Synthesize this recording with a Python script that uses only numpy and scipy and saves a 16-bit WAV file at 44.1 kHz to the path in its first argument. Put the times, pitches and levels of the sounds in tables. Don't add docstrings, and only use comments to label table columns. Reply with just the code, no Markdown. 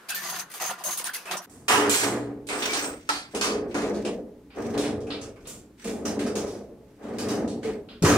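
import sys
import numpy as np
from scipy import signal
from scipy.fft import rfft, irfft, next_fast_len
from scipy.io import wavfile
from scipy.ndimage import uniform_filter1d, map_coordinates

SR = 44100
rng = np.random.default_rng(int(sys.argv[2]) if len(sys.argv) > 2 else 0)


def to_wav(s):
    ch = np.atleast_2d(s).T
    pcm = np.round(np.clip(ch, -1, 1) * 32767)
    wavfile.write(sys.argv[1], SR, pcm.astype(np.int16))


N = 360341
NORMAL_S = 1.46
STEP = 32

# frequency in Hz, width in Hz, strength in dB.
LINK_RINGS = [(4780, 170, -2), (6030, 140, -26), (6500, 370, 1), (8200, 120, 3.5), (9230, 1100, 5.5),
              (10800, 380, 7), (12300, 160, -8), (12940, 400, 12), (15200, 280, 0.5)]


def amp(db):
    return 10 ** (np.asarray(db) / 20)


def unit(x):
    return x / np.sqrt(np.mean(x ** 2) + 1e-20)


def along(points, hz):
    point_hz, value = np.transpose(points)
    return np.interp(np.log(hz + 1), np.log(point_hz + 1), value)


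def curves(rows):
    s, *columns = np.transpose(rows)
    return [np.interp(np.arange(N) / SR, s, column) for column in columns]


def modes(table, f):
    total = 0
    for k, (hz, width_hz, db) in enumerate(table):
        damping = 1j * f * width_hz
        total = total + (-1) ** k * amp(db) * damping / (hz * hz - f * f + damping)
    return total


def filtered(x, response):
    n = x.shape[-1]
    size = next_fast_len(n + 8192)
    return irfft(rfft(x, size) * response(np.fft.rfftfreq(size, 1 / SR)), size)[..., :n]


def contacts(n, rate, spread_db, life, steady):
    hits = (rng.random(n) < rate / SR) * amp(spread_db * rng.standard_normal(n))
    gate = signal.lfilter([1], [1, -np.exp(-1 / (life * SR))], hits)
    return unit((steady + unit(gate)) * rng.standard_normal((2, n)))


def ringing(x, table, drift_db, rate):
    n = x.shape[-1]
    size = next_fast_len(n + 8192)
    spectrum, f = rfft(x, size), np.fft.rfftfreq(size, 1 / SR)
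    drifts = rng.uniform(-1, 1, (len(table), int(n * rate / SR) + 2))
    total = 0
    for knots, mode in zip(drifts, table):
        drift = np.interp(np.arange(n) * rate / SR, np.arange(len(knots)), knots)
        total = total + amp(drift_db * drift) * irfft(spectrum * modes([mode], f), size)[:, :n]
    return unit(total)


def clinks(n, table):
    rate, t60, spread_db = 260, 0.03, 2
    detune_share = 0.095
    count, t = round(rate * n / SR), np.arange(SR // 16) / SR
    when, which, phase = rng.random((3, count, 1))
    detune, size = rng.standard_normal((2, count, 1))
    chosen = np.array(table)[(which * len(table)).astype(int)]
    hz, _, db = np.transpose(chosen, (2, 0, 1))
    arc = 2 * np.pi * hz * (1 + detune_share * detune) * t
    fade = amp(0.4 * db + spread_db * size - 60 * t / t60) * (1 - np.exp(-t / 0.0031))
    at = ((when * n).astype(int) + np.arange(len(t))).ravel()
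    pair = []
    for p in (0, phase):
        tones = fade * np.sin(arc + 2 * np.pi * p)
        pair.append(np.bincount(at, tones.ravel(), n)[:n])
    return unit(np.array(pair))


def spread(pair):
    # frequency in Hz, level of the unshared part against the shared part in dB.
    side_db = [(30, -18), (70, -27), (140, -22), (280, -18.5), (600, -10.5), (1500, -5), (10000, -0.5)]

    def shares(f):
        turn = np.arctan(amp(along(side_db, f)))
        return np.array([np.cos(turn), np.sin(turn)])

    mid, side = filtered(pair, shares)
    return np.array([mid + side, mid - side])


def stroke(s, rise, held, db, fall, sag=0):
    t = np.arange(0, N + STEP, STEP) / SR - s
    swell = np.sin(np.pi / 2 * np.clip(t / rise, 0, 1)) ** 2
    level_db = db - sag * np.maximum(t, 0) - fall * np.maximum(t - rise - held, 0)
    return (swell * amp(level_db)) ** 2


def gain(strokes):
    power = sum(strokes)
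    return np.interp(np.arange(N) / STEP, np.arange(len(power)), np.sqrt(power))


def room():
    # frequency in Hz, level in dB.
    early_colour = [(15, -40), (25, -8), (60, -26), (177, -3.5), (600, -7), (854, -4), (1510, -0.5),
                    (2090, -10.5), (2330, -12), (5570, -19.5), (14400, -24), (16500, -46)]
    late_colour = [(15, -38.5), (25, -16), (208, -8), (296, -3), (349, -12), (410, -11), (524, -35),
                   (902, -26), (3410, -37), (14000, -42), (16500, -48)]
    noise = rng.standard_normal((3, 2, N))
    early = amp(-51.5) * unit(filtered(noise[0], lambda f: amp(along(early_colour, f))))
    late = amp(-54) * unit(filtered(noise[1], lambda f: amp(along(late_colour, f))))
    hum = amp(-73) * unit(filtered(noise[2], lambda f: modes([(850, 6, 0)], f)))
    return np.where(np.arange(N) < NORMAL_S * SR, early, late + hum)


def chain():
    # start in s, rise in s, time held in s, rattle in dB,
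    # housing above the rattle in dB.
    quick_strokes = [(0.083, 0.013, 0.019, -32.5, -12), (.14, 0.018, 0.057, -43, -11),
                     (0.214, 0.009, 0.18, -35, -4.5), (0.498, 0.0039, 0.14, -46, -20),
                     (0.599, 0.016, 0.096, -36, -1.5), (0.679, 0.026, 0.022, -39.5, -1),
                     (.77, 0.024, 0.03, -50, 8), (.835, 0.033, 0.056, -39.5, 1),
                     (.97, 0.021, 0.029, -35.5, -6), (1.035, 0.029, 0.015, -33, -7.5),
                     (1.13, 0.015, 0.018, -30.5, -20), (1.25, 0.081, 0.031, -46.5, 13.5),
                     (1.41, 0.02, 0.018, -46, -11)]
    # start in s, rise in s, time held in s, rattle in dB.
    drags = [(1.69, 0.055, 0.2, -40), (1.891, 0.083, 0.046, -26.5), (2.5, 0.18, 0.14, -31.5),
             (2.95, 0.045, 0.16, -57.5), (3.27, 0.085, .05, -52.5), (3.67, 0.026, 0.45, -56),
             (4.52, 0.1, 0.12, -51.5), (5.398, 0.015, .05, -62), (5.76, 0.11, 0.03, -44.5),
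             (6.2, 0.095, 0.31, -58.5), (6.749, 0.19, 0.19, -68.5), (6.98, 0.12, 0.33, -56),
             (7.6, 0.065, 0.035, -48), (8.02, 0.13, 0.12, -43)]
    # frequency in Hz, width in Hz, strength in dB.
    housing_rings = [(180.6, 26, -1), (356, 39, -4.5), (722, 47, 0), (1007, 91, -2.5), (1186, 26, -2.5),
                     (1420, 37, -5), (1798, 12, 2), (2650, 510, -15.5)]
    normal_rings = [(2100, 250, 3), (3420, 260, -16), (5890, 1000, 12.5), (4600, 340, -8.5),
                    (8100, 450, 11.5), (15300, 400, -9)]
    # frequency in Hz, level in dB.
    clatter = [(880, -25), (1500, -9), (2330, -5.5), (6430, -6), (7320, -10), (13100, -16), (15400, -18),
               (16500, -49.5)]
    hiss = [(710, -24.5), (1200, -7), (1310, -3), (1560, 1), (8270, -12), (11400, -23.5), (15600, -20.5),
            (16500, -34.5)]
    quick_fall, housing_fall, drag_fall = 580, 260, 180

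    n = round(NORMAL_S * SR)
    rattle = gain(stroke(s, rise, held, db, quick_fall) for s, rise, held, db, _ in quick_strokes)[:n]
    shake = gain(stroke(s, rise, held, db + more_db, housing_fall)
                 for s, rise, held, db, more_db in quick_strokes)[:n]

    taps = contacts(n, 120, spread_db=2, life=0.005, steady=1.4)
    links = unit(filtered(taps, lambda f: amp(along(clatter, f))))
    links = unit(links + amp(-0.5) * ringing(taps, LINK_RINGS, drift_db=10, rate=19))
    links = links + amp(-6) * clinks(n, LINK_RINGS + housing_rings[3:] + normal_rings[:4])

    taps = contacts(n, 55, spread_db=6, life=0.0091, steady=1.8)
    housing = ringing(taps, housing_rings, drift_db=2, rate=25)
    housing = unit(housing + clinks(n, housing_rings[2:7]))
    housing = filtered(housing, lambda f: f ** 4 / (f ** 4 + 140 ** 4))
    quick = rattle * unit(links) + shake * housing

    taps = contacts(N - n, 110, spread_db=4, life=0.007, steady=1.3)
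    normal = unit(filtered(taps, lambda f: amp(along(hiss, f))))
    normal = unit(normal + amp(-5.5) * ringing(taps, normal_rings, drift_db=10, rate=3.7))
    normal = normal + amp(-13.5) * clinks(N - n, normal_rings)
    drag = gain(stroke(*row, drag_fall) for row in drags)[n:]
    return np.hstack([quick, drag * unit(normal)])


def knocks():
    # time in s, level in dB, clang and bright part against the middle
    # part in dB, strongest ring in Hz, time scale of the decay in s.
    blows = [(0.088, -29, -15, -10, 2540, 0.63), (0.147, -28, -4.5, 1.5, 6350, 0.4),
             (0.395, -31, -1, 3.5, 6340, 0.21), (0.5393, -36, 3.5, 4, 7160, 0.37),
             (0.601, -35, 9.5, 8.5, 6000, 0.65), (0.839, -33, -6, 10.5, 6370, 0.58),
             (0.9089, -29, -24, 5, 6260, 0.38), (0.9743, -30, -17, 9, 8800, 0.2),
             (1.041, -32.5, -7, -7, 9100, 0.47), (1.1353, -39.5, 3.5, 1, 6010, 0.73),
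             (1.256, -42.5, 13, 6, 2560, 0.36), (1.312, -24, 4, 1, 3660, 0.23),
             (1.37, -33, -17, 9, 5660, 0.15), (1.497, -55.5, -1, 12, 8340, 1),
             (1.6826, -17.5, 6.5, 3.5, 2970, 0.82), (1.8958, -18, -1, 6, 7540, 1),
             (2.47, -36.5, -9, 5, 8500, 1), (2.489, -25.5, 1.5, -1.5, 2340, 0.4),
             (2.528, -35.5, 14, 3, 8300, 0.53), (2.6228, -22.5, -0.5, -16, 3220, 0.56),
             (2.733, -21, 2, 2, 4070, 0.39), (2.823, -39, 14.5, 13.5, 7800, 0.53),
             (3.0911, -20.5, 4.5, 2.5, 5530, 0.18), (3.118, -24, 0.5, -2, 4600, 0.56),
             (3.3493, -26, -10, 1.5, 2520, 0.39), (3.4124, -18.5, 2.5, 1.5, 6400, 0.62),
             (3.711, -40, -1, -17, 2300, 0.19), (3.7446, -34.5, 14.5, 6, 6450, 0.58),
             (3.817, -33, -10, -3, 2240, 0.52), (3.946, -38.5, -11, -1, 4470, 0.42),
             (4.0509, -28.5, -3, -2, 2840, 0.37), (4.5036, -49, 4, -28, 2470, 0.87),
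             (4.742, -36, -14, -6, 2870, 0.2), (4.646, -43, -10, -10, 2400, 0.3),
             (4.7784, -27.5, -4, 1.5, 3640, 0.67), (4.8382, -33, 3.5, -3, 2060, 0.45),
             (5.005, -47.5, -14, 2, 5520, 0.37), (5.069, -48.5, 9, 3, 2690, 1),
             (5.105, -25, -6, -21, 3720, 0.46), (5.214, -40, 2, 6.5, 6210, 0.44),
             (5.36, -60.5, 17, 3, 2500, 0.33), (5.455, -42.5, 0.5, -9, 3660, 0.5),
             (5.472, -40.5, -2.5, 11.5, 7400, 0.63), (5.844, -37, -13, 5.5, 2130, 0.77),
             (6.0545, -33, 5, 7, 5800, 0.51), (6.193, -30.5, 1, -1, 1960, 0.46),
             (6.2644, -39, 10.5, 6.5, 5300, 0.38), (6.355, -30, -6, 5.5, 6070, 0.49),
             (6.469, -41.5, -17, 4.5, 5560, 0.68), (7.031, -50, 0, -2, 3000, 0.76),
             (7.1851, -32.5, 2, 4.5, 4600, 0.56), (7.286, -31, -1, 3.5, 5700, 0.59),
             (7.4776, -37.5, -30, 1, 4100, 0.52), (7.6313, -36.5, 3.5, -2.5, 2090, 0.55),
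             (7.888, -38.5, -3, -22, 3500, 0.54), (8.0246, -24.5, -2, 4, 5150, 0.61),
             (8.0479, -25.5, 15, 8.5, 6440, 1)]
    # frequency in Hz, level in dB.
    clang_colour = [(180, -48.5), (300, -29.5), (381, -3.5), (684, -6.5), (1240, -0.5), (2560, -11),
                    (4000, -29.5), (5200, -26), (8800, -120)]
    # time in s, level in dB.
    top_levels = [(.09, 0), (.15, -4), (.55, 2), (.6, -17), (.84, 0), (1.14, 1), (1.26, -7), (1.5, -9),
                  (2.47, -10.5), (2.5, -20), (2.83, -32), (3.09, -13.5), (3.41, -14.5), (3.75, -16),
                  (4.06, -21), (4.78, -14.5), (5.2, -20), (5.47, -9), (6.36, -14), (7.3, -10.5), (7.5, -21),
                  (8, -10.5)]
    edges_hz = (2200, 5100, 10000)
    ring_strength, held_share = 1.65, 0.055
    snap_db, snap_grows, usual_db = 8.5, 0.086, -33

    out, t = np.zeros((2, N + SR)), np.arange(26000) / SR
    f = np.fft.rfftfreq(len(t), 1 / SR)
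    middle, bright, top = [1 / (1 + (hz / (f + 1)) ** 24) for hz in edges_hz]
    for s, db, clang_db, bright_db, hz, decay_s in blows:
        top_db = bright_db + np.interp(s, *np.transpose(top_levels))
        noise = rfft(rng.standard_normal((2, len(t))))
        small = amp(3.4 * unit(uniform_filter1d(rng.standard_normal(len(f)), size=24)))
        mix_db = rng.normal(0, 2.1, len(LINK_RINGS))
        links = []
        if s < NORMAL_S:
            links = [(c, w, level + d) for (c, w, level), d in zip(LINK_RINGS, mix_db)]
        strongest = 1 + abs(ring_strength * modes([(hz, 0.18 * hz, 0)], f))
        colour = small * strongest * (1 + 0.33 * abs(modes(links, f)))

        after = np.maximum(t / decay_s - held_share, 0)
        after = after + 2.85 * after ** 2
        parts = [(clang_db, amp(along(clang_colour, f)), 45), (0, middle - bright, 58),
                 (bright_db, bright - top, 64), (top_db, top / (1 + (f / 12500) ** 3), 75)]
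        echo = 0
        for level, shape, fall_db in parts:
            echo = echo + amp(level - fall_db * after) * unit(irfft(noise * colour * shape, len(t)))

        extra = amp(snap_db + snap_grows * (db - usual_db)) - 1
        snap = (1 - np.exp(-t / 0.00098)) * (1 + extra * np.exp(-t / 0.0011))
        out[:, round(s * SR) - 50:][:, :len(t)] += amp(db - 12.5) * snap * echo
    return out[:, :N]


def rings(rows):
    chatter_db, chatter_s, full_width_hz = 3, 0.005, 40
    out, size = np.zeros((2, N)), SR // 2
    for s, rise, held, db, fall, hz, width_hz in rows:
        start = round(s * SR)
        steps = rng.standard_normal((2, size))
        wander = np.cumsum(steps, axis=1) * np.sqrt(2 * np.pi * width_hz / SR)
        wander = uniform_filter1d(wander, size=round(3 * SR / hz))
        chatter = unit(uniform_filter1d(rng.standard_normal(size), size=round(chatter_s * SR)))
        breaks = amp(chatter_db * min(width_hz / full_width_hz, 1) * chatter)
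        cycles = hz * np.arange(size) / SR + rng.random((2, 1))
        tone = breaks * np.sqrt(2) * np.sin(2 * np.pi * cycles + wander)
        envelope = gain([stroke(s, rise, held, db, fall)])[start:start + size]
        out[:, start:start + size] += envelope * tone[:, :N - start]
    return out


def ticks():
    # time in s, level of the burst before its filter in dB.
    strikes = [(.2487, -23), (0.849, -27), (0.916, -26), (0.977, -21), (1.044, -17.5), (1.137, -26),
               (4.778, -26), (3.091, -32), (5.846, -28)]
    decay_s, low_hz, high_hz = 0.00061, 1500, 7000
    out, t = np.zeros((2, N)), np.arange(SR // 50) / SR
    for s, db in strikes:
        burst = np.exp(-t / decay_s) * rng.standard_normal((2, len(t))) * [[1], [0.5]]
        out[:, round(s * SR):][:, :len(t)] += amp(db) * burst
    return filtered(out, lambda f: 1j * f / (low_hz + 1j * f) / (1 + 1j * f / high_hz))


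def pushes():
    # deep modes, upper sheet, boom and heave in dB; last the rumble's fall in dB per s.
    jolts = [(1.469, 0.0065, 0.26, -57.5, 1, -2.5, -4, -11, 60.4),
             (1.683, 0.024, 0.17, -28, -12, 7.5, -15.5, -45, 129),
             (1.99, 0.062, 0.087, -29.5, -9, 0, -25, -24, 56.4),
             (2.48, 0.032, 0.16, -33.5, -22, -1.5, -25, -23, 59.7),
             (2.74, 0.031, 0.15, -36, -16.5, -4.5, -20.5, -28, 199),
             (3.0905, 0.003, 0.007, -40, -12, 8, -17, -18, 124),
             (3.332, 0.024, 0.017, -29.5, -5, -7.5, -18, -26, 150),
             (3.43, 0.035, 0.084, -29, -9.5, -8.5, -20.5, -20, 45.3),
             (3.74, 0.011, 0.21, -29, -6, -8, -20, -24.5, 84.5),
             (4.041, 0.014, 0.019, -28.5, -5, -20, -27, -32, 79),
             (4.529, 0.088, 0.27, -33.5, -11, -7, -8, -21, 60),
             (4.73, 0.024, 0.15, -30, -6.5, -9.5, -16, -21, 43.5),
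             (5.07, 0.027, 0.062, -38, -20, -12, -32, -22, 80),
             (5.44, 0.042, 0.023, -48, -4, -26, -12, -18, 61),
             (5.832, 0.028, 0.17, -36.5, 1.5, -10, -14, -17, 64.6),
             (6.04, 0.019, 0.25, -30.5, -6.5, -14.5, -14.5, -29, 70),
             (6.35, 0.012, 0.1, -32.5, -10.5, -9.5, -18, -22, 54),
             (6.961, 0.16, 0.14, -34, -4.5, -7.5, -7.5, -24, 60),
             (7.16, 0.21, 0.025, -27.5, -2.5, -6.5, -25, -29, 51),
             (7.63, 0.017, 0.058, -34, -8, -12, -19, -16, 89),
             (8.019, 0.021, .2, -22, -4, -16, -7, -15, 50)]
    deep_slower, boom_slower, heave_slower = 1.36, 2.2, 1.5
    sheet_fall, boom_fall, heave_fall = 1.18, 0.72, 0.41
    sheet_sag = 36
    parts = []
    for s, rise, held, db, deep_db, sheet_db, boom_db, heave_db, fall in jolts:
        parts.append([stroke(s, rise, held, db, fall),
                      stroke(s, deep_slower * rise, held, db + deep_db, fall),
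                      stroke(s, rise, held, db + sheet_db, sheet_fall * fall, sheet_sag),
                      stroke(s, boom_slower * rise, held, db + boom_db, boom_fall * fall),
                      stroke(s, heave_slower * rise, held, db + heave_db, heave_fall * fall)])
    return np.array([gain(part) for part in zip(*parts)])


def bed():
    # frequency in Hz, width in Hz, strength in dB.
    bed_modes = [(209.4, 12, 0.5), (233.4, 18, -2.5), (290.8, 11.6, 5.5), (354.4, 26, -4), (417.4, 22, 4),
                 (462, 31, -5), (548, 45, -12), (638, 12, -8), (750, 39, -28)]
    sheet_modes = [(692, 116, 22), (918, 62, 19.5), (948, 55, 20), (1270, 105, 16), (1362, 130, 13),
                   (1810, 860, 8.5)]
    boom_modes = [(81, 21, -2.5), (97.4, 6.1, 3), (118.2, 2.2, 6), (140, 5.6, -0.5)]
    heave_modes = [(37.7, 6.1, -7.5), (65, 13, -8)]
    deep_hz = 260

    def band(f, lo_hz, hi_hz):
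        return 1 / (1 + (lo_hz / (f + 1)) ** 6) / (1 + (f / hi_hz) ** 6)

    n = round(NORMAL_S * SR)
    gains = pushes()[:, None, n:]
    jolts = contacts(N - n, 120, spread_db=4, life=0.006, steady=3)
    shaken = filtered(jolts, lambda f: band(f, 153, 780))
    body = ringing(shaken, [m for m in bed_modes if m[0] > deep_hz], drift_db=3.5, rate=4)
    dense = unit(filtered(shaken, lambda f: band(f, 220, 670)))
    body = unit(body + amp(-5.5) * dense)
    deep = ringing(shaken, [m for m in bed_modes if m[0] < deep_hz], drift_db=3, rate=4)
    sheet = unit(filtered(jolts, lambda f: band(f, 714, 2900) * modes(sheet_modes, f)))
    heave = unit(filtered(jolts, lambda f: band(f, 38, 110) * modes(heave_modes, f)))
    boom = unit(filtered(jolts, lambda f: band(f, 72, 240) * modes(boom_modes, f)))
    shake = np.sum(gains * [body, deep, sheet, boom, heave], axis=0)
    return np.pad(shake, ((0, 0), (n, 0)))


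def scene():
    # start in s, rise in s, time held in s,
    # level in dB, fall in dB per s, frequency in Hz, line width in Hz.
    single_rings = [(.12, 0.073, .25, -57, 200, 178, 36), (.1, 0.008, 0.02, -38, 400, 1590, 100),
                    (0.097, 0.0083, 0.024, -41, 500, 2623, 33), (0.092, 0.0065, 0.013, -39, 500, 9300, 97),
                    (0.146, 0.0019, 0.007, -30, 400, 13400, 150),
                    (.155, 0.0083, 0.03, -37.5, 300, 1764, 19), (.23, 0.013, 0.055, -46, 400, 1182, 35),
                    (.235, .01, .1, -46.5, 300, 4590, 320), (.235, 0.011, 0.095, -41.5, 400, 6400, 160),
                    (0.714, .004, 0.019, -42, 500, 1400, 50), (.385, .01, .02, -41, 500, 6400, 54),
                    (.608, 0.0023, 0.023, -38.5, 402, 757, 37), (0.606, 0.0032, .02, -41, 400, 1945, 86),
                    (.61, 0.006, 0.072, -35.5, 502, 6410, 110), (.848, 0.0033, .015, -39.5, 500, 612, 38),
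                    (.84, 0.015, 0.083, -35.5, 350, 6450, 42),
                    (1.04, 0.0032, 0.0087, -33.5, 402, 9300, 120),
                    (1.051, 0.022, 0.023, -40, 351, 1585, 170),
                    (1.141, 0.0087, 0.032, -44.5, 400, 2600, 130),
                    (1.265, 0.013, 0.033, -41.5, 400, 2575, 50), (1.365, .008, 0.015, -43, 498, 5830, 88),
                    (1.7, .02, 0.047, -34, 205.5, 1220, 26), (1.73, 0.024, 0.072, -30, 202, 991, 35),
                    (1.74, 0.061, 0.089, -27.5, 200, 418, 6.2),
                    (1.761, 0.034, 0.1, -28.5, 198.5, 289.5, 5.5), (2.0, 0.044, .2, -42, 57, 119.5, 2.7),
                    (2.04, 0.032, 0.15, -34, 56, 286.8, 5.8), (2.51, .02, 0.079, -40.5, 300, 8170, 270),
                    (2.52, 0.087, .28, -52, 200, 14900, 900), (2.618, 0.0046, 0.017, -37, 300.5, 3600, 110),
                    (2.618, 0.0055, 0.017, -44, 400.5, 5500, 65), (2.685, .01, 0.026, -32.5, 298, 2300, 15),
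                    (2.705, .004, 0.023, -42, 351, 4850, 86), (2.824, 0.0064, 0.034, -36, 209, 8270, 150),
                    (3.0902, 0.001, .004, -23, 550, 1330, 15), (3.093, 0.002, .012, -29, 500, 860, 15),
                    (3.116, .002, .004, -37, 499, 984, 60), (3.093, 0.0036, 0.026, -37, 207, 4030, 58),
                    (4.632, 0.03, 0.046, -33.5, 200, 234, 3.6), (4.736, .02, 0.025, -38, 250, 424, 9),
                    (4.95, 0.019, 0.18, -39, 108, 444, 6.5), (5.855, 0.012, 0.067, -33.5, 150, 445, 14),
                    (6.071, 0.012, 0.015, -30, 303, 206.5, 8), (6.231, 0.014, 0.018, -32.5, 250, 254, 14),
                    (7.645, 0.01, 0.038, -27, 400, 439, 2), (7.73, 0.018, 0.032, -37.5, 250, 420, 14),
                    (6.049, 0.0069, 0.01, -38, 250, 6010, 400), (8.031, 0.022, .1, -31, 46, 113.5, 15),
                    (8.0202, 0.002, 0.032, -21, 358, 168, 34), (8.03, 0.037, .1, -30, 50, 401, 52)]
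    # time in s, left above right in dB.
    balance = [(0, 0.5), (1.4, -0.5), (1.5, -4), (3.8, -1), (4.1, -1), (6.5, -1.5), (8.2, -1)]
    # time in s, how far left lags behind right in s.
    delays = [(1.4, 0), (1.5, -.0002), (3.8, -.0002), (4.1, .00005)]
    bed_top_hz = 600
    chain_rings = [r for r in single_rings if r[5] > bed_top_hz]
    bed_rings = [r for r in single_rings if r[5] < bed_top_hz]

    left, right = spread(chain() + knocks() + ticks() + rings(chain_rings))
    pan_db, lag = curves(balance) + curves(delays)
    left = map_coordinates(left, [np.arange(N) - lag * SR], order=2, mode="nearest", prefilter=True)
    placed = np.array([left * amp(pan_db / 2), right * amp(-pan_db / 2)])
    return placed + spread(bed() + room() + rings(bed_rings))


def record(dry):
    top_hz = 16650
    return filtered(dry, lambda hz: (hz < top_hz) * amp(-30 / (1 + np.exp((15850 - hz) / 50))))


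dry = scene()
out = record(dry)
to_wav(out)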